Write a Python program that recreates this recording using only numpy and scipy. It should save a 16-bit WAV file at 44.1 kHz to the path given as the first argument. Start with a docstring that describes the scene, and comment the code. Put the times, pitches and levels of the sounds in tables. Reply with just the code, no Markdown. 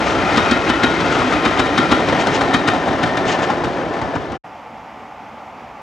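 """A railway beside a low wall: passenger coaches roll past at speed and draw away, then a quiet station yard.
Rolling is coloured noise that follows the train; every wheel strikes each rail joint with a crack, a clank,
a thump and a thud, and sets steel resonances ringing. Hum, rail song, scuffs and hollow knocks join in.
The train cuts off; after a very short silence comes open-air hush with a diesel locomotive idling far away,
made of steady tones, a fuzzy drone and a slow exhaust throb."""
import sys
import numpy as np
from scipy import signal
from scipy.fft import rfft, irfft
from scipy.io import wavfile
from scipy.ndimage import uniform_filter1d

SR = 44100
rng = np.random.default_rng(int(sys.argv[2]) if len(sys.argv) > 2 else 0)


def unload_wav(signal):
    """Save mono or channel-first audio to the path in sys.argv[1] as 16-bit WAV at rate SR, clipped to [-1, 1]."""
    wavfile.write(
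        sys.argv[1],
        SR,
        np.round(np.clip(np.atleast_2d(signal).T, -1, 1) * 32767).astype(np.int16),
    )


N = 256653
TIME = np.arange(N) / SR
FREQS = np.fft.rfftfreq(N, 1 / SR)

# The train's path: t/s, pitch factor of the ringing steel (Doppler), view (0 = side-on, 1 = from behind)
PASSING = [(0, 0.96, 0.016), (.9, 1.016, 0), (1.7, 0.96, 0.02), (2.3, 0.98, 0.46), (3.0, .952, 0.67),
           (4.4, 0.93, 1)]
# Loudness of the rolling noise as the train goes by: t/s, relative level/dB
ROLLING_LEVEL = [(0.0, -16), (0.29, -17), (0.51, -18), (2.43, -17), (2.69, -18.5), (3.27, -19), (4.07, -23),
                 (4.2, -25)]
# Swells of the roar on rough rail: start t/s before the rough-rail delay, strength/dB
ROAR_SWELLS = [(-0.44, -4), (0, -18), (0.370, 0), (1.5, -8.5), (1.3, -1), (2.1, -7.5), (2.535, 0.5)]
# Time between the two swells of a pair, rough-rail delay, width of each swell (falls to 1/e)
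PAIR_GAP_S, ROUGH_DELAY_S, SWELL_S = 0.139, 0.77, 0.1

# Colours of the rolling noise, from the shaking ground up to the hiss: f/Hz, relative level per Hz/dB
GROUND_COLOUR = [(10, -67), (28, -29), (42, -6.5), (65, 2.5), (95, 0), (135, -3.5), (190, -8), (300, -42),
                 (3000, -107)]
RUMBLE_COLOUR = [(40, -43), (90, -16), (130, -8), (165, -3.5), (205, -6.5), (255, -3.5), (345, -1.5),
                 (450, -8), (650, -22), (1500, -70), (8000, -100)]
ROAR_COLOUR = [(30, -61), (200, -15), (430, 2.5), (560, 5), (760, 5), (950, 1.6), (1400, -4.5),
               (1600, -9.5), (2400, -19), (6000, -74), (12000, -84.5)]
HISS_COLOUR = [(700, -4), (1500, 6), (2100, 4.5), (2800, -0.5), (3800, -4), (4300, -7), (5800, -10.5),
               (8000, -21.5), (10000, -30.5), (11500, -39), (14000, -49)]
# Droning bogies (wheel frames): f/Hz, width/Hz, relative level side-on/dB, relative level from behind/dB
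FRAME_DRONES = [(262, 40, -11.5, -9), (343, 60, -7.5, -8)]
# The ground shakes less and less as the weight of the train moves off
GROUND_DB, GROUND_FADE_DB_PER_S = -30.5, 2.5
# Depth to which rattling gear shakes the roar and the hiss (0 = not at all)
ROAR_RATTLE, HISS_RATTLE = 0.45, 0.35

# Rail joints: travel t/s from the nearest joint, crack level/dB, thump level over crack/dB,
# clank level over crack/dB, ground thud level/dB, length of the blow t/s; levels are relative
JOINTS = [(0.0, -9.0, 0, 2.5, -19.5, 0.016), (0.494, -15.5, -6.5, 5, -19, 0.014),
          (0.966, -22, 1.5, 8, -22, 0.012), (1.477, -26.5, 4.5, 10.5, -20.5, 0.015)]
# Wheels, two to a bogie: t/s at the nearest joint, strength at each of the four joints/dB (four columns),
# clank level/dB, thump level/dB, thump f/Hz, lag of the thump t/s; levels are relative
WHEELS = [(0.370, -0.5, -12, -3.5, -6.5, -1, 1, 238, 0.00089),
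          (0.509, -1.5, -2.5, -5, -10, -2, 4, 239, 0.00091),
          (0.690, -2.5, -4, -5, -6.5, 1, -1.5, 245, 0.0018), (0.831, -1, -3, -5, -4, -1, 2, 250, .005),
          (1.449, -2.5, -11, -3, -2, 1, -1.5, 256, 0.0095),
          (1.590, -1.5, -2.5, -5, -5, 0, -2.5, 258, 0.0051), (1.774, -0.5, -4, -3.5, -2, -1, -1, 248, .007),
          (1.913, -0.5, -2, 0.5, -2, -1, 3, 251.5, 0.0031), (2.535, -0.5, 2, 0.5, 0, 0, 2, 269, 0.0079),
          (2.674, -0.5, -1, 2.5, 2, -2, 0.5, 292, 0.00086)]
# Resonances of bogie and sleepers: multiple of the pitch, time to die by 60 dB t/s, relative level/dB
BOGIE_MODES = [(1, 0.1, 0.5), (1.17, 0.07, -9), (1.45, 0.087, -9)]
# Resonances of the ballast (the stones below): same columns
BALLAST_MODES = [(1, 0.14, 0), (0.69, 0.16, -5), (1.41, 0.13, -0.5)]
THUD_HZ = 120  # middle pitch of the ballast thud
# Colours of a blow's bright crack and of its clank: f/Hz, relative level per Hz/dB
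CRACK_COLOUR = [(500, 6), (1500, 5), (2100, 5.5), (3000, 2), (3900, 3), (4500, -1.5), (6000, -5),
                (8000, -13.5), (11000, -26), (14000, -38.5)]
CLANK_COLOUR = [(150, 8), (400, 4.5), (750, -1.5), (1100, 9), (1400, 9), (2000, 3), (4500, -32),
                (12000, -86)]
# Build-up time of clank and force, clank's lag behind the crack, grinding time before the gap
BLOW_RISE_S, CLANK_LAG_S, APPROACH_S = 0.0033, 0.0025, 0.032
CHATTER_DB = 2  # unevenness of the small impacts in one blow

# Resonances of wheel and rail: f/Hz, width/Hz, relative level/dB rolling side-on,
# relative level/dB rolling seen from behind, relative level/dB when struck
STEEL_MODES = [(812, 127, -9.5, 3.5, -3.5), (1063, 80, -11, -3.5, -5), (1279, 69, -0.7, -15, -3.5),
               (1394.5, 63, -1, -11.5, -2), (1883, 144, -5, -2.5, -3), (2077, 120, -5, -8.5, -11),
               (2520, 110, -5.5, -23, -9.5), (3190, 340, -10, -11.5, -5), (3814, 280, -20.5, -21.5, -5.5)]
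# Own tones of each wheel, one row a wheel, five tones a row: f/Hz, level/dB
WHEEL_TONES = [
    [(1469, -18.5), (1886, -31), (2538, -37), (3028, -35), (3700, -25)],
    [(1405, -18.5), (1857, -22), (2589, -28.5), (3076, -28.5), (3830, -32)],
    [(1370, -18), (1792, -20), (2586, -29), (2990, -26), (3660, -30)],
    [(1430, -17.5), (1808, -30), (2435, -31), (3133, -27.5), (3827, -23)],
    [(1243, -16), (1927, -23), (2427, -31), (3092, -34), (3814, -30)],
    [(1378, -22), (1860, -30), (2452, -32), (3110, -33), (3881, -27)],
    [(1378, -18), (1838, -29), (2435, -33), (3208, -31), (3835, -32)],
    [(1378, -33), (1868, -24.5), (2460, -29), (3291, -29), (3740, -35)],
    [(1359, -29), (1781, -23), (2430, -30), (3120, -35), (3878, -28)],
    [(1259, -28), (1814, -28), (2520, -33), (3071, -30), (3765, -34)],
]
# How long each of the five tones takes to die by 60 dB: t/s
WHEEL_T60_S = [0.4, .42, .38, 0.44, 0.33]
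# Narrow hum of the coaches: t/s, f/Hz, relative level/dB
COACH_HUM = [(0, 330, -25), (.17, 335, -23.5), (0.24, 292, -23.5), (.33, 290, -23), (.43, 290, -36.5),
             (0.62, 320, -34), (0.79, 322, -22), (.97, 318, -29), (1.1, 278, -26.5), (1.25, 248, -25.5),
             (1.35, 290, -25.5), (1.43, 325, -27), (1.6, 312, -30.5), (1.68, 275, -27.5), (1.8, 320, -25),
             (2.05, 303, -25), (2.25, 272, -25), (2.45, 266, -25), (2.66, 295, -25), (2.8, 280, -34.5),
             (2.92, 280, -23.5), (3.12, 280, -33.5), (3.35, 285, -28.5), (3.65, 345, -30), (3.9, 300, -34),
             (4.08, 270, -28.5), (4.3, 290, -38)]
# Song of the rail: t/s, f/Hz, level/dB
RAIL_SONG = [(0, 1890, -44), (2.2, 1850, -36.5), (2.54, 1790, -34), (2.8, 1810, -41), (3.35, 1795, -31),
             (3.49, 1780, -32), (3.6, 1775, -48), (3.82, 1765, -40), (3.95, 1755, -47), (4.12, 1740, -32.5),
             (4.22, 1716, -50)]

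# Wheel flanges scuff the rail: t/s, relative level/dB, half length t/s
SCUFFS = [(.1, -32, .05), (1.135, -30.5, 0.027), (1.27, -32, 0.028), (2.21, -29, 0.019), (2.35, -26, .028),
          (3.291, -25.5, 0.023), (3.329, -26.5, .015), (3.437, -28.5, .018)]
# Colour of a scuff: f/Hz, relative level per Hz/dB
SCRAPE_COLOUR = [(800, -37), (1800, 2.5), (3000, 6), (4500, -5.5), (6500, -5), (8000, -15), (10500, -38),
                 (14000, -57)]
# Average number of tiny slips in a second of scuffing, and their level within it
SLIPS_PER_S, CRACKLE_DB = 1100, -3
# Hollow knocks, many as wheels cross the farther joints, and a last small tick:
# t/s, relative level/dB, f/Hz, relative click level/dB
KNOCKS = [(.361, -22, 890, -21.5), (.91, -12.5, 321.6, -29), (1.002, -11, 1043, -27),
          (1.125, -13, 1260, -24), (1.219, -8, 1140, -29), (1.322, -8, 1240, -27), (2.085, -16, 600, -27),
          (2.27, -12, 790, -19.5), (2.353, -13, 699.2, -26), (2.41, -7.5, 1200, -25),
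          (2.544, -9, 1030, -30), (2.68, -12, 1240, -27), (2.735, -4.5, 723, -28), (2.876, -10, 642, -31),
          (3.324, -16, 896, -29), (3.501, -3.5, 850, -27.5), (3.637, -10, 850, -31), (3.657, -13, 350, -33),
          (4.016, -11, 900, -38), (4.16, -12.5, 950, -37), (4.32, -32, 3520, -34)]

# Train, likeness of the two ears: f/Hz, likeness (kept within 0-1)
TRAIN_SAME = [(60, 0.4), (130, 0.6), (280, 1.2), (620, 1), (1340, 0.85), (2920, 0.9), (6350, 1.1),
              (13800, 0.6)]
# Train, louder side: f/Hz, left minus right level/dB
TRAIN_SIDE = [(60, 3.5), (86, 1.5), (120, 0.0), (180, -0.5), (260, -0.5), (370, -1.0), (530, 0.0),
              (760, 0.5), (1090, 5), (1570, 5.5), (2250, 5.0), (3240, 5.0), (4650, 6), (6680, 3.0),
              (9600, -2), (13800, -1.5)]
# Train, lead of the left ear: f/Hz, phase/rad
TRAIN_LEAD = [(100, -1), (280, -0.03), (560, 0.34), (950, 0.61), (2580, 0.22), (9500, 0.3), (11500, 2.3)]

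# Colour of the yard's hush: f/Hz, relative level per Hz/dB
YARD_COLOUR = [(10, -55), (25, -26), (55, -8), (170, -7), (235, -3.5), (295, -4), (350, -10), (780, 0.5),
               (1350, -7.5), (1650, -13), (2150, -11.5), (3100, -20.5), (4100, -30), (5200, -29.5),
               (7000, -35.5), (10000, -49)]
YARD_DB = -36.5  # level of the hush before its slow drift
# Resonances of the idling engine: f/Hz, width/Hz, relative level/dB
ENGINE_MODES = [(773, 89, 6.8), (856, 60, 7.5)]
# Steady tones of the engine: f/Hz, level/dB
ENGINE_TONES = [(750, -52), (782, -51.5), (868, -54), (1184, -53.5)]
# Exhaust throb: its first peak, time between peaks, level at the peak
FIRST_THROB_S, THROB_GAP_S, THROB_DB = 4.737, 0.302, -42
# Yard, likeness of the two ears: f/Hz, likeness (0-1)
YARD_SAME = [(60, 0.75), (130, 1), (280, 0.96), (620, 0.99), (1340, 0.94), (2920, 0.93), (6350, 0.87),
             (13800, 0.26)]
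# Yard, louder side: f/Hz, left minus right level/dB
YARD_SIDE = [(60, 0.0), (110, -0.5), (200, -1.0), (370, -1.5), (670, -1), (1230, -0.75), (2250, 0.5),
             (4120, 0.0), (7540, -0.5), (13800, 0.0)]

# Faint steady whine under both parts: f/Hz, peak level/dB
WHINE = [(10500, -82), (12000, -76)]
CUT_OUT_S, CUT_IN_S = 4.379, 4.437  # the train is gone; the yard begins
EDGE_HZ = 14300  # upper limit of the sound


def amp(db):
    """Turns decibels into gain."""
    return 10 ** (np.asarray(db) / 20)


def unit(x):
    """Scales a sound to an average strength (rms) of 1."""
    return x / np.sqrt(np.mean(x ** 2) + 1e-20)


def read(points, hz):
    """Reads a table between its rows, along a log-frequency axis."""
    f, value = np.transpose(points)
    return np.interp(np.log(hz + 1), np.log(f + 1), value)


def add(mix, s, sound):
    """Mixes a sound in at time s."""
    part = mix[max(round(s * SR), 0):][:len(sound)]
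    part += sound[:len(part)]


def colour(x, spectrum):
    """Filters a sound to a given colour, at rms 1."""
    return unit(irfft(rfft(x) * amp(read(spectrum, FREQS)), N))


def noise(spectrum):
    """Steady noise of a given colour."""
    return colour(rng.standard_normal(N), spectrum)


def drift(rate):
    """Slow random wandering, mostly at up to rate changes a second, rms about 1."""
    coarse = TIME[::64]
    hz = np.fft.rfftfreq(len(coarse), coarse[1])
    keep = (hz > 1) / (1 + (hz / rate) ** 4)
    slow = irfft(rfft(rng.standard_normal(len(coarse))) * keep, len(coarse))
    return np.interp(TIME, coarse, unit(slow))


def ring(x, modes, factor):
    """Steep resonances, excited by x, whose pitch follows a factor; each adds its share of the power."""
    out = np.zeros(N)
    turns = np.cumsum(factor * np.ones(N)) / SR
    for hz, width, db in modes:
        turn = np.exp(2j * np.pi * hz * turns)
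        r = np.exp(-np.pi * abs(width) / SR)
        gain = np.sqrt((1 - r * r) ** 3 / (1 + r * r))
        # shift the resonance down to 0 Hz, filter there, then shift it back
        filtered = signal.lfilter([gain], [1, -2 * r, r * r], x / turn + 1e-18)
        out += amp(db) * (turn * filtered).real
    return out


def scatter(x, t60):
    """Sparse reflections of random sign, dying away by 60 dB in t60 seconds."""
    t = np.arange(SR // 2) / SR
    present = rng.random(len(t)) < 1 / 20
    taps = rng.choice([-1, 1], len(t)) * present * amp(-60 * t / t60)
    return signal.fftconvolve(x, taps / np.linalg.norm(taps))[:N]


def stereo(x, same, side, lead=0):
    """Direct sound, shifted in level and phase between the ears, plus diffuse sound that differs there."""
    likeness = np.clip(read(same, FREQS), 0, 1)
    tilt_db = read(side, FREQS) / 2
    direct = rfft(x) * np.sqrt((1 + likeness) / 2)
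    diffuse = rfft(scatter(x, t60=0.24)) * np.sqrt((1 - likeness) / 2)
    gains = amp([tilt_db, -tilt_db]) * np.exp(0.5j * np.array([[1], [-1]]) * lead)
    ears = np.array([direct + diffuse, direct - diffuse])
    return irfft(ears * gains / abs(gains).mean(0), N)


def rattle(per_s, spread_db, decay):
    """Uneven envelope of many small impacts, a few of them large."""
    size_db = spread_db * np.minimum(rng.exponential(1, N), 3)
    size = amp(size_db) * (rng.random(N) < per_s / SR)
    impacts = np.sqrt(signal.lfilter([1], [1, -np.exp(-1 / (decay * SR))], size ** 2))
    return unit(uniform_filter1d(impacts, size=90))


def passing():
    """Doppler pitch factor and view of the train at every moment."""
    s, *columns = np.transpose(PASSING)
    return [np.interp(TIME, s, column) for column in columns]


def on_rough_rail(half_s, second_db):
    """Pairs of swells of the roar on rough rail; the second of a pair is shifted in level."""
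    swell = np.zeros(N)
    for s, db in ROAR_SWELLS:
        for lag, shift_db in ((0, 0), (PAIR_GAP_S, second_db)):
            centre_s = s + lag + ROUGH_DELAY_S
            swell += amp(db + shift_db) * np.exp(-((TIME - centre_s) / half_s) ** 2)
    return swell


def rolling_level(db, behind_db, swell_db):
    """Gain of one part of the rolling: follows the train and its view, and swells on rough rail."""
    _, behind = passing()
    swell = on_rough_rail(SWELL_S, second_db=-0.7)
    train_db = np.interp(TIME, *np.transpose(ROLLING_LEVEL))
    return amp(train_db + db + behind_db * behind + swell_db * swell)


def rolling():
    """Rough wheels on rough rails: ground and bogies rumble, track roars and hisses; also the steel force."""
    _, behind = passing()
    ground_level = amp(GROUND_DB - GROUND_FADE_DB_PER_S * TIME)
    rumble_level = rolling_level(db=-7.0, behind_db=0.7, swell_db=1.04)
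    roar_level = rolling_level(db=-5.5, behind_db=2.0, swell_db=2.0)
    hiss_level = rolling_level(db=-9.0, behind_db=-4.5, swell_db=2.5)
    clatter = rattle(per_s=120, spread_db=2.9, decay=0.004)
    shake = unit(1 + HISS_RATTLE * clatter) * amp(0.41 * drift(rate=5.3))

    ground = ground_level * noise(GROUND_COLOUR)
    rumble = amp(0.84) * rumble_level * noise(RUMBLE_COLOUR) * amp(0.5 * drift(rate=28))
    frames = [(hz, width, side + (back - side) * behind) for hz, width, side, back in FRAME_DRONES]
    drone = rumble_level * ring(rng.standard_normal(N), frames, 1 + 0.03 * drift(rate=6.5))
    # loose gear shakes the middle range most
    roar = amp(0.54) * roar_level * noise(ROAR_COLOUR) * unit(1 + ROAR_RATTLE * clatter)
    hiss = amp(0.37) * hiss_level * noise(HISS_COLOUR) * shake
    rubbing = amp(-4.5) * np.sqrt(roar_level * hiss_level) * shake
    return ground + rumble + drone + roar + hiss, rubbing


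def blow(t, length, rise, tail_db, tail_t60):
    """Envelope of a cluster of small impacts as parts strike and chatter, with a tail that settles."""
    smooth = (1 - np.exp(-t / rise)) * (np.exp(-(t / length) ** 4) + amp(tail_db - 60 * t / tail_t60))
    chatter = unit(signal.fftconvolve(rng.standard_normal(len(t)), np.hanning(220), "same"))
    rough = smooth * amp(CHATTER_DB * chatter)
    return rough * np.linalg.norm(smooth) / np.linalg.norm(rough)  # keep the energy


def swing(t, hz, modes, rise):
    """A heavy body is pushed and swings a few times; peak 1."""
    wave = np.zeros(len(t))
    for ratio, t60, db in modes:
        wave += amp(db - 60 * t / t60) * np.sin(2 * np.pi * (hz * ratio * t + rng.random()))
    wave = wave * (1 - np.exp(-(t / rise) ** 2))
    return wave / abs(wave).max()


def joints():
    """A wheel dropping into a gap gives crack, clank, bogie thump and ground thud; also the steel force."""
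    t = np.arange(SR // 3) / SR
    crack, clank, body, force = np.zeros((4, N))
    for start, *strengths_db, own_clank_db, weight_db, bogie_hz, lag in WHEELS:
        for joint, wheel_db in zip(JOINTS, strengths_db):
            delay, joint_db, thump_db, clank_db, thud_db, length = joint
            s, db = start + delay, joint_db + wheel_db
            add(crack, s, amp(db) * blow(t, length, rise=0.0019, tail_db=-6.0, tail_t60=0.28))
            clank_blow = blow(t, length, BLOW_RISE_S, tail_db=-9, tail_t60=0.19)
            add(clank, s + CLANK_LAG_S, amp(db + clank_db + own_clank_db) * clank_blow)
            add(force, s, amp(db) * blow(t, length, BLOW_RISE_S, tail_db=-5.5, tail_t60=0.44))
            # the wheel grinds harder and harder on the battered rail end before the gap
            approach = amp(db) * np.linspace(0, 1, round(APPROACH_S * SR))
            add(force, s - APPROACH_S, amp(-3.5) * approach)
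            add(clank, s - APPROACH_S, amp(-6.5) * approach)
            thump = swing(t, bogie_hz, BOGIE_MODES, rise=0.0043)
            add(body, s + lag, amp(db + thump_db + weight_db) * thump)
            thud = swing(t, THUD_HZ * rng.uniform(0.847, 1.15), BALLAST_MODES, rise=0.0071)
            add(body, s, amp(thud_db + wheel_db) * thud)
    blows = amp(-10.0) * crack * noise(CRACK_COLOUR) + amp(-8) * clank * noise(CLANK_COLOUR) + body
    return blows, amp(-12) * force


def steel(rubbing, striking):
    """Wheel and rail sing when rubbed and ring when struck; their wavering pitch follows the Doppler shift."""
    doppler, behind = passing()
    rolled = [(hz, width, side + (back - side) * behind + 2.04 * drift(rate=12.5))
              for hz, width, side, back, _ in STEEL_MODES]
    struck = [(hz, width, db) for hz, width, _, _, db in STEEL_MODES]
    sung = ring(rubbing * rng.standard_normal(N), rolled, doppler * (1 + 0.0058 * drift(rate=4.1)))
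    rung = ring(striking * rng.standard_normal(N), struck, doppler * (1 + 0.012 * drift(rate=5.9)))
    return sung + rung


def ringing():
    """After the nearest joint each wheel rings on in tones of its own, unsteadily as it keeps rolling."""
    t, out = np.arange(SR // 2) / SR, np.zeros(N)
    for k, t60 in enumerate(WHEEL_T60_S):
        unsteady = amp(2 * drift(rate=35)) * np.exp(0.65j * drift(rate=35))  # level and phase
        tones = np.zeros(N, complex)
        for (s, *_), row in zip(WHEELS, WHEEL_TONES):
            hz, db = row[k]
            envelope = amp(db - 60 * t / t60) * (1 - np.exp(-(t / 0.008) ** 2))
            add(tones, s, envelope * np.exp(2j * np.pi * (hz * t + rng.random())))
        out += (tones * unsteady).real
    return out


def tone(points, width_hz, waver, clean):
    """A narrow resonance, part steady tone and part randomly rubbed, along rows of t/s, f/Hz, level/dB."""
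    s, hz, db = np.transpose(points)
    pitch = np.interp(TIME, s, hz) * (1 + waver * drift(rate=8.8))
    steady = np.sqrt(2) * np.sin(2 * np.pi * np.cumsum(pitch) / SR)
    rubbed = unit(ring(rng.standard_normal(N), [(1, width_hz, 0)], pitch))
    level = amp(np.interp(TIME, s, db) + 1.2 * drift(rate=11))
    return level * unit(clean * steady + (1 - clean) * rubbed)


def singing():
    """The rolling coaches hum, a little weaker seen from behind, and the rail sings high above them."""
    _, behind = passing()
    hum = tone(COACH_HUM, width_hz=27, waver=0.015, clean=0.42) * amp(-1.5 - 2.5 * behind)
    return hum + tone(RAIL_SONG, width_hz=68, waver=0.0099, clean=0.1)


def scrapes():
    """Gritty swells of hiss as flanges scuff the rail, crackling with tiny slips."""
    contact = sum(amp(db) * np.exp(-((TIME - s) / half_s) ** 2) for s, db, half_s in SCUFFS)
    slips = rng.standard_normal(N) * (rng.random(N) < SLIPS_PER_S / SR)
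    crackle = colour(slips, SCRAPE_COLOUR)
    grit = amp(-2) * noise(SCRAPE_COLOUR) + amp(CRACKLE_DB) * crackle
    return contact * grit * rattle(per_s=260, spread_db=0.5, decay=0.0094)


def knocks():
    """Hollow knocks of three resonances, many as wheels cross the farther joints, each with a dry click."""
    t, out, click = np.arange(SR // 10) / SR, np.zeros(N), np.zeros(N)
    for s, db, hz, click_db in KNOCKS:
        modes = sum(share * np.sin(2 * np.pi * ratio * hz * t)
                    for ratio, share in ((1, 1), (1.23, 0.6), (1.57, 0.28)))
        cycles = hz * t  # timed in cycles, so higher-pitched knocks die sooner
        add(out, s, amp(db - 2.05 * cycles) * (1 - np.exp(-cycles / 0.42)) * modes)
        add(click, s, amp(click_db) * blow(t, 0.005, 0.0006, tail_db=-8, tail_t60=0.05))
    return out + click * noise(CRACK_COLOUR)


def yard():
    """Open-air hush and a far diesel: a fuzzy drone and steady tones with a slow exhaust throb."""
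    hush = amp(YARD_DB) * noise(YARD_COLOUR) * amp(0.41 * drift(rate=11))
    drone = amp(-43.5) * unit(ring(rng.standard_normal(N), ENGINE_MODES, 1))
    throb_times = np.arange(FIRST_THROB_S, N / SR, THROB_GAP_S)
    beat = amp(THROB_DB) * sum(np.exp(-((TIME - s) / 0.029) ** 2) for s in throb_times)
    exhaust_hz = 229
    exhaust = np.sqrt(2) * np.sin(2 * np.pi * exhaust_hz * TIME + 0.45 * drift(rate=35))
    tones = sum(amp(db) * np.sqrt(2) * np.sin(2 * np.pi * hz * TIME + 1.0 * drift(rate=9.7))
                for hz, db in ENGINE_TONES)
    return hush + drone + tones + beat * exhaust


def scene():
    """The train with its echoes off wall and ground, a short silence, then the yard."""
    wash, rubbing = rolling()
    blows, striking = joints()
    train = wash + blows + steel(rubbing, striking) + ringing() + singing() + scrapes() + knocks()
    train = train + amp(-15) * scatter(train, t60=0.55)
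    train_ears = stereo(train, TRAIN_SAME, TRAIN_SIDE, read(TRAIN_LEAD, FREQS))
    yard_ears = stereo(yard(), YARD_SAME, YARD_SIDE)
    leaving = np.clip((CUT_OUT_S - TIME) / 0.023, 0, 1)
    arriving = np.clip((TIME - CUT_IN_S) / 0.0084, 0, 1)
    whine = sum(amp(db) * np.sin(2 * np.pi * hz * TIME) for hz, db in WHINE)
    return leaving * (train_ears + whine) + arriving * (yard_ears + whine)


def record(dry):
    """Sheds the deepest bass, clips at full scale, then removes the highest treble."""
    low_cut_hz = 39
    thin = signal.sosfilt(signal.butter(4, low_cut_hz, "highpass", fs=SR, output="sos"), dry)
    band_limit = signal.firwin(511, EDGE_HZ, window=("kaiser", 9), fs=SR)
    return signal.oaconvolve(np.clip(thin, -1, 1), band_limit[None], "same")


dry = scene()
out = record(dry)
unload_wav(out)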